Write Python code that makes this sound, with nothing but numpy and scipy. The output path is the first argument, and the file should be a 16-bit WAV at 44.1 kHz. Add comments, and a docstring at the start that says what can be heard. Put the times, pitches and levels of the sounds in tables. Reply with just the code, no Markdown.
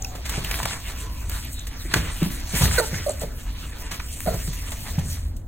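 """A piglet and a baby monkey wrestle on artificial turf in a small walled yard, close to a stereo microphone.
It opens with a faint squeak, thin chirps and a flurry of scuffs: plastic blades crackle as filtered snaps and
hiss. After a lull bodies thump down as sagging low cycles over a ringing floor; from 2.8 s come short rough
squeaks, harmonic bursts through snout resonances. More scuffs and thumps follow, and a wavering hum swells near
the end. The walls answer with short tails of noise, and a low rumble of coloured noise goes on behind."""
import sys
import numpy as np
from scipy import signal
from scipy.fft import rfft, irfft
from scipy.io import wavfile

SR = 44100
rng = np.random.default_rng(int(sys.argv[2]) if len(sys.argv) > 2 else 0)


def int16_out(signal):
    """Quantize to a 16-bit WAV file."""
    q = np.round(np.clip(np.atleast_2d(signal).T, -1, 1) * 32767)
    wavfile.write(sys.argv[1], SR, q.astype(np.int16))


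N = 241294
TIME = np.arange(N) / SR
BINS_HZ = np.arange(N // 2 + 1) * SR / N

# phase by which the left channel leads the right: frequency_hz, lead_radians
CHANNEL_LEAD = [(0, 0), (800, -1), (1750, 0), (2400, 1), (3800, 1.6), (4400, 2.1), (5100, 3.14), (6000, 4.7),
                (7100, 6), (9000, 6.5), (11300, 9.42), (12500, 11.6), (14300, 12.57), (16500, 13)]


def undb(db):
    """Decibels to gain."""
    return 10 ** (np.asarray(db) / 20)


def unit(x):
    """Scale to an rms of one."""
    return x / np.sqrt(np.mean(x ** 2) + 1e-18)


def add(track, start_s, sound):
    """Mix a sound into a track at a time."""
    i = max(int(start_s * SR), 0)
    track[i:i + len(sound)] += sound[:max(N - i, 0)]


def colour(x, points):
    """Shape a sound by a smooth (Hz, dB) spectrum."""
    hz, db = np.transpose(points)
    gain_db = np.interp(np.log(BINS_HZ + 1), np.log(hz), db)
    return irfft(rfft(x) * undb(gain_db), N)


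def resonate_twice(x, hz, width_hz):
    """Two passes through one resonance, gain one at its centre; the width is that of a single pass."""
    b, a = signal.iirpeak(hz, hz / width_hz, fs=SR)
    return signal.lfilter(b, a, signal.lfilter(b, a, x))


def lowpass(x, order, hz):
    """Keep what lies below a corner frequency."""
    return signal.sosfilt(signal.butter(order, hz, fs=SR, output="sos"), x)


def tilt(x, db, split_hz=2800):
    """Lean a sound towards its lows (positive dB) or its highs."""
    low = signal.sosfiltfilt(signal.butter(1, split_hz, fs=SR, output="sos"), x)
    return low * undb(db / 2) + (x - low) * undb(-db / 2)


def walk(n, rate):
    """Smooth random wander with a spread near one, through rate points a second."""
    count = int(n * rate / SR) + 2
    points = rng.standard_normal(count)
    return 1.3065 * np.interp(np.arange(n) * rate / SR, np.arange(count), points)


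def blades(n, rate, spread_db):
    """Tiny snaps of plastic blades, rate a second and uneven in level, over a fine hiss."""
    struck = rng.random(n) < rate / SR
    sizes = undb(spread_db * np.minimum(rng.exponential(size=n), 5))
    snaps = struck * rng.choice([-1, 1], n) * sizes
    return 1.2 * unit(snaps) + .3 * rng.standard_normal(n)


def patchy(x, patchy_db=3.0):
    """Tufts differ in stiffness, so each half octave of the rustle wavers on its own."""
    octaves = np.clip(np.log2(np.arange(1, N // 2 + 2) * SR / N / 500), 0, 5)
    spectrum, out = rfft(x), np.zeros(N)
    for k in range(11):
        band = np.maximum(1 - abs(2 * octaves - k), 0)  # overlapping triangles
        out += irfft(spectrum * band, N) * undb(patchy_db * walk(N, rate=22))
    return out


def turf(flicker_db=0.43, clump_db=4):
    """Restless shifting, longer slides and single scuffs all flick the same plastic blades."""
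    # restless shifting under all the moves: time_s, relative_level_db, low_over_high_tilt_db
    stir = [(0.0, -46, 5), (0.29, -43.5, 18.5), (0.48, -33.5, 13.5), (.56, -32.5, 13), (.62, -35, 14),
            (.68, -36, 17), (.82, -41, 12), (1.14, -45.5, 7), (1.44, -41, 10), (1.54, -43.5, 5),
            (1.72, -45.5, 11), (2.25, -38.5, 14), (2.42, -41, 11.5), (2.51, -35, 8), (2.57, -32, 0),
            (2.7, -29.5, 7), (2.83, -35, 5), (2.98, -38, 9.5), (3.309, -47, 9.5), (3.88, -44, 19.5),
            (4.1, -41.5, 4), (4.24, -39, 7), (4.33, -39, 2.5), (5.0, -41.5, 12.5), (5.12, -42.5, 6),
            (5.27, -53, 19), (5.47, -67.5, -6)]
    # a flank or leg drags, swelling and fading: middle_s, length_s, relative_level_db, low_over_high_tilt_db
    slides = [(0.349, 0.19, -33.5, 15), (0.706, 0.18, -34, 13.5), (0.895, 0.13, -37.5, 16),
              (1.008, 0.19, -40, 11), (1.343, 0.18, -38.5, 12), (1.81, 0.062, -47, 2),
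              (1.928, 0.11, -36, 14), (2.06, 0.26, -43.5, 24), (2.242, 0.12, -35.5, 11),
              (2.339, 0.12, -41, 0), (2.573, 0.11, -27, 12), (2.643, 0.16, -24, 9.5),
              (2.744, 0.16, -30, 15), (2.966, 0.16, -36, 11.5), (3.394, 0.092, -45.5, 17),
              (3.497, 0.5, -55.5, 23), (3.625, 0.17, -41.5, 7), (3.807, 0.097, -43.5, 4.5),
              (4.8, 0.14, -53, -17), (4.888, 0.12, -39.5, 15), (5.134, 0.21, -40.5, 4)]
    # a foot or claw rakes the turf: start_s, relative_level_db, decay_s, low_over_high_tilt_db
    scuffs = [(.149, -36.5, 0.015, 14), (0.248, -31, 0.022, 15), (0.29, -26.5, 0.011, 5),
              (0.445, -30, 0.0063, 12), (.510, -24.5, 0.0057, 5.5), (0.586, -31, 0.0091, 22),
              (0.629, -24.5, 0.0058, 14), (.654, -23, 0.0042, 10), (1.294, -33, 0.005, 3),
              (1.312, -35, .009, 8), (1.667, -32, 0.0089, 6), (1.937, -14.5, 0.0063, 21.5),
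              (1.948, -25.5, 0.035, 17.5), (2.938, -36.5, 0.013, 26), (3.197, -34.5, 0.034, 6),
              (3.908, -28, 0.018, 14.5), (3.934, -32.5, 0.017, 15), (3.996, -37, 0.0058, 31),
              (4.33, -36.5, 0.0242, 4.5), (4.474, -35.5, 0.0049, 20), (4.527, -34.5, 0.011, 5),
              (4.716, -29.5, 0.01, 17), (4.982, -35.5, 0.015, 7), (5.362, -55.5, 0.0096, -23)]
    # colour of the brushed blades: frequency_hz, gain_db
    turf_colour = [(150, -3.5), (300, -7), (550, -8.5), (1000, -6.5), (1500, -4), (2400, -1.5), (3100, -2),
                   (4200, -1), (6500, 0.5), (9000, 1), (10500, -3), (13000, -1), (16000, -4)]

    times_s, levels_db, tilts_db = np.transpose(stir)
    lean_db = np.interp(TIME, times_s, tilts_db) + clump_db * walk(N, rate=45)  # colour wanders
    snaps = tilt(unit(blades(N, rate=2200, spread_db=-1.2)), lean_db)
    snaps *= undb(np.interp(TIME, times_s, levels_db))

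    for middle_s, length_s, level_db, tilt_db in slides:
        n = int(length_s * SR)
        lean_db = tilt_db + clump_db * walk(n, rate=62.2)
        drag = tilt(unit(blades(n, rate=1500, spread_db=-2.0)), lean_db) * np.hanning(n)
        add(snaps, middle_s - length_s / 2, drag * undb(level_db + 0.46))
    snaps = patchy(snaps) * undb(flicker_db * walk(N, rate=90))  # blades catch and let go

    for start_s, level_db, decay_s, tilt_db in scuffs:
        rise_s = 0.54 * decay_s  # a longer stroke also starts more softly
        t = TIME[:int(7 * decay_s * SR)]
        stroke = np.minimum(t / rise_s, 1) * np.exp(-np.maximum(t - rise_s, 0) / decay_s)
        rake = tilt(unit(blades(len(t), rate=9000, spread_db=-4.0)), tilt_db)
        add(snaps, start_s, rake * stroke * undb(level_db))
    return colour(snaps, turf_colour) * undb(4.0)


def crunches(peak_s=0.001, width_hz=910):
    """Stiff tufts buckle under a foot, each cracking as a noise burst in its own band."""
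    # start_s, level_db, centre_hz
    tufts = [(0.1508, -39, 890), (.294, -30, 1096), (0.339, -30, 1490), (0.447, -27, 2790),
             (0.514, -23.5, 2320), (.542, -26, 2310), (.576, -37, 1000), (.594, -29, 1180),
             (0.601, -23, 895), (.631, -33, 2400), (0.6534, -20, 1700), (.657, -18, 900),
             (0.667, -35, 1000), (.687, -36, 1500), (.709, -26, 1560), (.914, -44, 2020),
             (1.317, -36, 2000), (1.940, -11.5, 1630), (2.621, -21, 1090), (2.656, -22, 1680),
             (2.678, -24.5, 2940), (2.712, -25, 1600), (2.741, -24, 1810), (2.942, -27, 1700),
             (4.0, -27, 1530), (4.718, -34, 1500), (4.984, -32, 900)]
    out, t = np.zeros(N), TIME[:SR // 25]
    swell = t / peak_s * np.exp(1 - t / peak_s)
    for start_s, level_db, hz in tufts:
        crack = unit(resonate_twice(rng.standard_normal(len(t)), hz, width_hz))
        add(out, start_s, undb(level_db) * crack * swell)
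    return out


def ticks(ring_db=-29, ring_s=.004):
    """A claw or hoof catches and snaps free: an instant crack, and the blades around it shiver on."""
    # start_s, level_db, decay_s, low_over_high_tilt_db
    catches = [(.0462, -32, .002, -7), (.1515, -34, .002, 11), (0.4458, -19, 0.00081, 5),
               (.5122, -18.5, 0.001, 1), (0.5144, -28, 0.00088, 2), (0.5425, -22, .0008, 6),
               (.6303, -26, .002, 10), (0.6572, -22.5, 0.0018, 7), (1.2972, -26, .0008, -8),
               (1.6707, -35, 0.0018, -4), (1.9406, -10, 0.0013, 17), (2.2305, -20, .0015, 6),
               (4.2048, -15.5, 0.00072, -4), (4.7178, -30, 0.0013, 5)]
    out, t = np.zeros(N), TIME[:SR // 40]
    for start_s, level_db, decay_s, tilt_db in catches:
        fade = np.exp(-t / decay_s) + undb(ring_db) * np.exp(-t / ring_s)
        crack = tilt(rng.standard_normal(len(t)), tilt_db) * fade
        add(out, start_s, undb(level_db) * crack)
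    return out


def thumps(sag=0.27, sag_s=0.017, rise_s=0.00289, slap_hz=400, slap_width_hz=420, decay_cycles=1.64):
    """A soft body or foot lands: a few low cycles that sag in pitch, a dull slap, then the floor booms."""
    # start_s, level_db, starting_pitch_hz, floor_boom_db and slap_db relative to the level
    landings = [(0.149, -32.5, 568, -30, -6), (.375, -20, 148, -13.5, -11.5), (0.635, -24, 123, -10, -21),
                (1.851, -30, 366, -11, -16), (1.956, -16, 139, -7, -13.5), (2.217, -18.5, 345, -26.5, -16),
                (2.218, -32, 622, -35, -17), (2.221, -11, 189.3, -39, -27),
                (2.258, -22.5, 217.6, -20, -36.5), (2.535, -20, 196, -6.5, -11),
                (2.609, -12.5, 148.5, -7.5, -19), (2.632, -9, 125, -20, -45.5),
                (2.926, -21, 163, -11.5, -13), (2.957, -20, 108.6, -16, -27),
                (3.232, -28, 157.7, -13.5, -2.5), (4.269, -19, 208, -11.5, -28), (4.271, -33, 383, -25, -8),
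                (4.339, -20, 132, -16, -12.5), (4.479, -22.5, 161, -16.5, -19), (4.979, -12, 161, -20, -26),
                (4.986, -19, 99, -16, -24), (5.067, -33, 106, -3, -36)]
    # ring of the floor under a blow: frequency_hz (nominal), t60_s, gain_db
    floor_modes = [(62.4, 0.51, 6.5), (79.8, 0.64, -4), (107.4, 0.25, 5.5), (160, 0.4, -2.5),
                   (242.5, 0.29, -6), (313, 0.12, -27), (575, 0.11, -16)]
    out, t = np.zeros(N), TIME[:SR // 2]
    for start_s, level_db, hz, boom_db, slap_db in landings:
        pitch_hz = hz * (1 - sag * (1 - np.exp(-t / sag_s)))
        cycles = np.sin(2 * np.pi * np.cumsum(pitch_hz) / SR)
        push = (1 - np.exp(-t / rise_s)) ** 2 * np.exp(-t * hz / decay_cycles)  # low thumps last longer
        slap = unit(resonate_twice(rng.standard_normal(len(t)), slap_hz, slap_width_hz))
        blow = push / push.max() * (cycles + undb(slap_db) * slap)

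        boom = np.zeros(len(t))
        for mode_hz, t60_s, gain_db in floor_modes:
            detuned_hz = mode_hz * (1 + 0.025 * rng.standard_normal())  # varies from blow to blow
            boom += undb(gain_db) * np.sin(2 * np.pi * detuned_hz * t) * undb(-60 * t / t60_s)
        boom *= 1 - np.exp(-t / 0.016)
        add(out, start_s, undb(level_db) * (blow + undb(boom_db) * boom))
    return out


def resonances(x, table):
    """Sum of parallel resonances, each of two passes."""
    return sum(undb(db) * resonate_twice(x, hz, width_hz) for hz, width_hz, db in table)


def squeaks(jitter=0.1, rasp=0.31, fade_db=3, flutter_db=3, edge_s=0.0043,
            throat_hz=500, throat_width_hz=380, mouth_width_hz=480):
    """The piglet's voice: pitch and mouth resonance fall together, a growl adds tones between the
    harmonics, and air hisses in step with each cycle."""
    # start_s, length_s, level_db, starting_pitch_hz, fall (share of pitch), overtones_db (relative to the tone),
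    # mouth_resonance_hz, roughness (0-1), growl (0-1), hiss_db (relative to the voice)
    bursts = [(0, 0.22, -45, 805, 0.18, -15.5, 1480, 0.57, 0.16, -26),
              (2.776, 0.016, -20.5, 532, 0.082, 11, 1610, 0.07, 0.2, -17.5),
              (2.781, 0.022, -14, 514.3, 0.15, -3.5, 1500, 0.22, 0.04, -7),
              (2.797, 0.016, -19, 637, 0.069, -8, 1520, 0.38, 0, -11),
              (2.81, 0.04, -26.5, 462, 0.059, -1, 890, 0.1, 0.23, -13),
              (3.0632, 0.017, -19.5, 637, 0.17, -26, 1400, 0.02, 0, -20),
              (3.079, 0.019, -23.5, 623, 0.1, -18, 1330, 0.3, 0.09, -21),
              (3.093, 0.024, -24, 694, 0.17, -17, 1330, 0.38, 0.32, -13),
              (3.216, 0.033, -30, 694, 0.26, -17, 1740, 0.4, 0.42, -18),
              (4.259, 0.01, -24.5, 616, 0.056, -12, 1630, 0.3, 0.2, -23),
              (4.2695, 0.018, -20.5, 740, 0.1, -13.5, 1670, 0.28, 0.25, -20),
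              (4.282, 0.015, -17, 688, 0.12, -21, 1610, 0.34, 0.05, -22),
              (4.295, 0.078, -34.5, 468.5, 0.146, -7, 1410, 0.67, 0.15, -26)]
    # fixed resonances of the snout: frequency_hz, width_hz, gain_db
    snout = [(1850, 500, -7), (4250, 750, -4)]
    # resonances of the air forced through the snout: frequency_hz, width_hz, gain_db
    snout_hiss = [(4400, 750, 6), (8000, 4100, 1), (13500, 2200, -9)]
    out = np.zeros(N)
    for start_s, length_s, level_db, hz, fall, overtones_db, mouth_hz, rough, growl, hiss_db in bursts:
        n = int(length_s * SR)
        t = TIME[:n]
        along = t / length_s
        edges = np.clip(np.minimum(t, length_s - t) / edge_s, 0, 1)  # opening and closing
        effort = np.sin(np.pi / 2 * edges) * undb(-fade_db * along)

        pitch_hz = hz * (1 - fall * along) * (1 + jitter * rough * walk(n, rate=485))
        phase = 2 * np.pi * np.cumsum(pitch_hz) / SR
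        air = rng.standard_normal((3, n)) * (1 + 2.1 * np.cos(phase))
        harmonics = unit(sum(np.cos(k * phase) / k for k in range(2, 11)))
        folds = harmonics + 3 * rough * air[0]

        # crossfade from the starting mouth resonance to the fallen one
        wide = resonate_twice(folds, mouth_hz, mouth_width_hz)
        closing = resonate_twice(folds, mouth_hz * (1 - fall), mouth_width_hz)
        overtones = unit(wide * (1 - along) + closing * along + resonances(folds, snout))
        throat = unit(resonate_twice(air[1], throat_hz, throat_width_hz))
        growl_tones = np.sin(2 * phase / 3) + .5 * np.sin(4 * phase / 3)
        tone = unit(np.sin(phase) + growl * growl_tones)

        voice = unit(tone + 0.88 * rough * throat + undb(overtones_db) * overtones)
        voice *= 1 + rasp * rough * walk(n, rate=404)
        voice *= undb(flutter_db * rough * walk(n, rate=160))
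        hiss = unit(resonances(air[2], snout_hiss))
        add(out, start_s, undb(level_db) * unit(voice + undb(hiss_db) * hiss) * effort)
    return out


def chirps(fall=.12):
    """Thin high squeaks, ticks and faint whines: narrow noise that swells, sinks in pitch and fades."""
    # start_s, length_s, level_db, middle_pitch_hz, blur_hz (three times the corner of the low-pass)
    thin_sounds = [(0.019, 0.01, -26.5, 6590, 1500), (0.045, 0.00563, -25, 5860, 1100),
                   (0.042, 0.0138, -33, 2670, 300), (.05, 0.094, -48, 6900, 1500),
                   (0.794, 0.59, -51, 1030, 170), (1.096, .22, -50, 2560, 800),
                   (1.293, .008, -31, 13800, 3000), (1.447, .009, -35, 13000, 1500),
                   (1.514, 0.16, -43, 3830, 700), (1.591, 0.0083, -33.5, 6970, 2600),
                   (1.78, 0.064, -43.5, 3960, 900), (2.096, 0.056, -40, 8660, 1400),
                   (2.804, 0.0044, -28.5, 8850, 2500), (3.092, 0.00685, -25.5, 8000, 3000),
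                   (3.105, 0.0073, -32, 7900, 2500), (3.115, 0.011, -33, 7800, 2500),
                   (3.195, 0.0053, -31.5, 8000, 2600), (3.214, 0.0064, -32.5, 7660, 2200),
                   (3.226, 0.005, -38, 8300, 1800), (4.548, 0.075, -45, 2640, 794)]
    out = np.zeros(N)
    for start_s, length_s, level_db, hz, blur_hz in thin_sounds:
        n = int(length_s * SR)
        blur = lowpass(rng.standard_normal((2, n)), 2, blur_hz / 3)
        pitch_hz = hz * (1 + fall * np.linspace(.5, -.5, n))
        phase = 2 * np.pi * np.cumsum(pitch_hz) / SR
        chirp = unit(blur[0] * np.cos(phase) + blur[1] * np.sin(phase))
        add(out, start_s, undb(level_db) * chirp * np.hanning(n))
    return out


def two_channels(x, right_db):
    """Direct sound comes out in two channels with a phase lead that varies with frequency, right over left in
    dB."""
    hz, radians = np.transpose(CHANNEL_LEAD)
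    lead = np.exp(.5j * np.interp(BINS_HZ, hz, radians))
    left = irfft(rfft(x) * lead, N) * undb(-right_db / 2)
    right = irfft(rfft(x) / lead, N) * undb(right_db / 2)
    return np.array([left, right])


def yard(x, wet_db, t60_s, treble_t60_s=0.81, build_s=0.014):
    """Scattered wall reflections, different on each side; lows and treble die at their own rates."""
    t = TIME[:SR * 3 // 4]
    noise = rng.standard_normal((2, len(t)))
    low = lowpass(noise, 2, 2000)
    build = np.minimum(t / build_s, 1)
    low_fade, treble_fade = undb(-60 * t / t60_s), undb(-60 * t / treble_t60_s)
    tail = (low * low_fade + .5 * (noise - low) * treble_fade) * build
    tail *= undb(wet_db) / np.sqrt(np.sum((low_fade * build) ** 2))
    return signal.fftconvolve(x[None], tail, axes=1)[:, :N]


def diffuse(pair, direct):
    """Sound from many directions: alike in the two channels in some bands, opposed in others; a direct share
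    keeps the channels' phase lead."""
    # likeness of the two channels: frequency_hz, correlation (-1 to 1)
    likeness = [(0, 1), (70, .997), (180, .9), (350, .55), (800, .35), (1400, .82), (1800, .9), (2400, .3),
                (3200, 0), (3900, 0), (4800, -.9), (5100, -1), (5500, -.8), (6500, .6), (7200, .98),
                (9000, .97), (10000, .15), (11300, -.72), (12500, .5), (13400, .98), (16000, .92)]
    # lean towards the right channel: frequency_hz, right_over_left_db
    right_lean = [(150, 0), (700, 3), (1500, .5), (2500, 1.5), (4200, 0)]
    tables = (likeness, CHANNEL_LEAD, right_lean)
    alike, radians, lean_db = (np.interp(BINS_HZ, *np.transpose(table)) for table in tables)
    first, second = rfft(pair)
    share = direct * np.sin(radians)
    mid = first * np.sqrt((1 + alike) / 2)
    side = (1j * share * first + np.sqrt(1 - share ** 2) * second) * np.sqrt((1 - alike) / 2)
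    left = (mid + side) * undb(-lean_db / 2)
    right = (mid - side) * undb(lean_db / 2)
    return irfft(np.array([left, right]), N)


def hum(centre_hz=84.16, waver=0.0295):
    """A distant, slightly wavering hum swells out of the rumble and fades."""
    # time_s, level_db (around which it wavers)
    swell = [(0, -58), (4.2, -48), (4.45, -45), (5.3, -33), (5.47, -43)]
    times_s, levels_db = np.transpose(swell)
    pitch_hz = centre_hz * (1 + waver * walk(N, rate=17))
    phase = 2 * np.pi * np.cumsum(pitch_hz) / SR
    return unit(np.sin(phase)) * undb(np.interp(TIME, times_s, levels_db) + 1.7 * walk(N, rate=7.2))


def rumble(level_db=-31):
    """A low, slowly heaving rumble from beyond the walls, made of coloured noise."""
    # distant rumble and air: frequency_hz, gain_db
    rumble_colour = [(12, -5.5), (24, -4), (45, 8), (65, 2), (85, -1.5), (120, -11), (190, -18.5),
                     (270, -16), (380, -30), (650, -31.5), (900, -37.5), (2000, -49), (5000, -139),
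                     (15000, -73.5)]
    pair = np.array([unit(colour(rng.standard_normal(N), rumble_colour)) for _ in range(2)])
    return pair * undb(level_db + 1.27 * walk(N, rate=5.4))


def scene():
    """The tussle close by, its reflections and the rumble; the rustle comes from a wide patch of turf."""
    rustle = np.array([turf(), turf()])
    cracks = crunches() + ticks() + chirps()
    blows, voice = thumps(), squeaks()

    around = yard(blows, wet_db=-6.0, t60_s=0.58) + rumble()
    around += yard(rustle[0] + cracks, wet_db=-6, t60_s=.2, treble_t60_s=.16, build_s=.008)
    around += yard(voice, wet_db=-11, t60_s=.38, treble_t60_s=.15, build_s=.012)

    wide = diffuse(rustle, direct=.45) + diffuse(around, direct=0)
    close = two_channels(cracks, right_db=-1.5) + two_channels(blows, right_db=0.6) + two_channels(voice, right_db=3.0)
    return wide + close + hum()


def record(dry):
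    """The recorder rounds the loudest peaks and cuts the top steeply."""
    rounded = .85 * np.tanh(dry / .85)
    top_cut = signal.ellip(10, .2, 80, 15850, fs=SR, output="sos")  # ripple dB, rejection dB, corner Hz
    return signal.sosfilt(top_cut, rounded)


dry = scene()
out = record(dry)
int16_out(out)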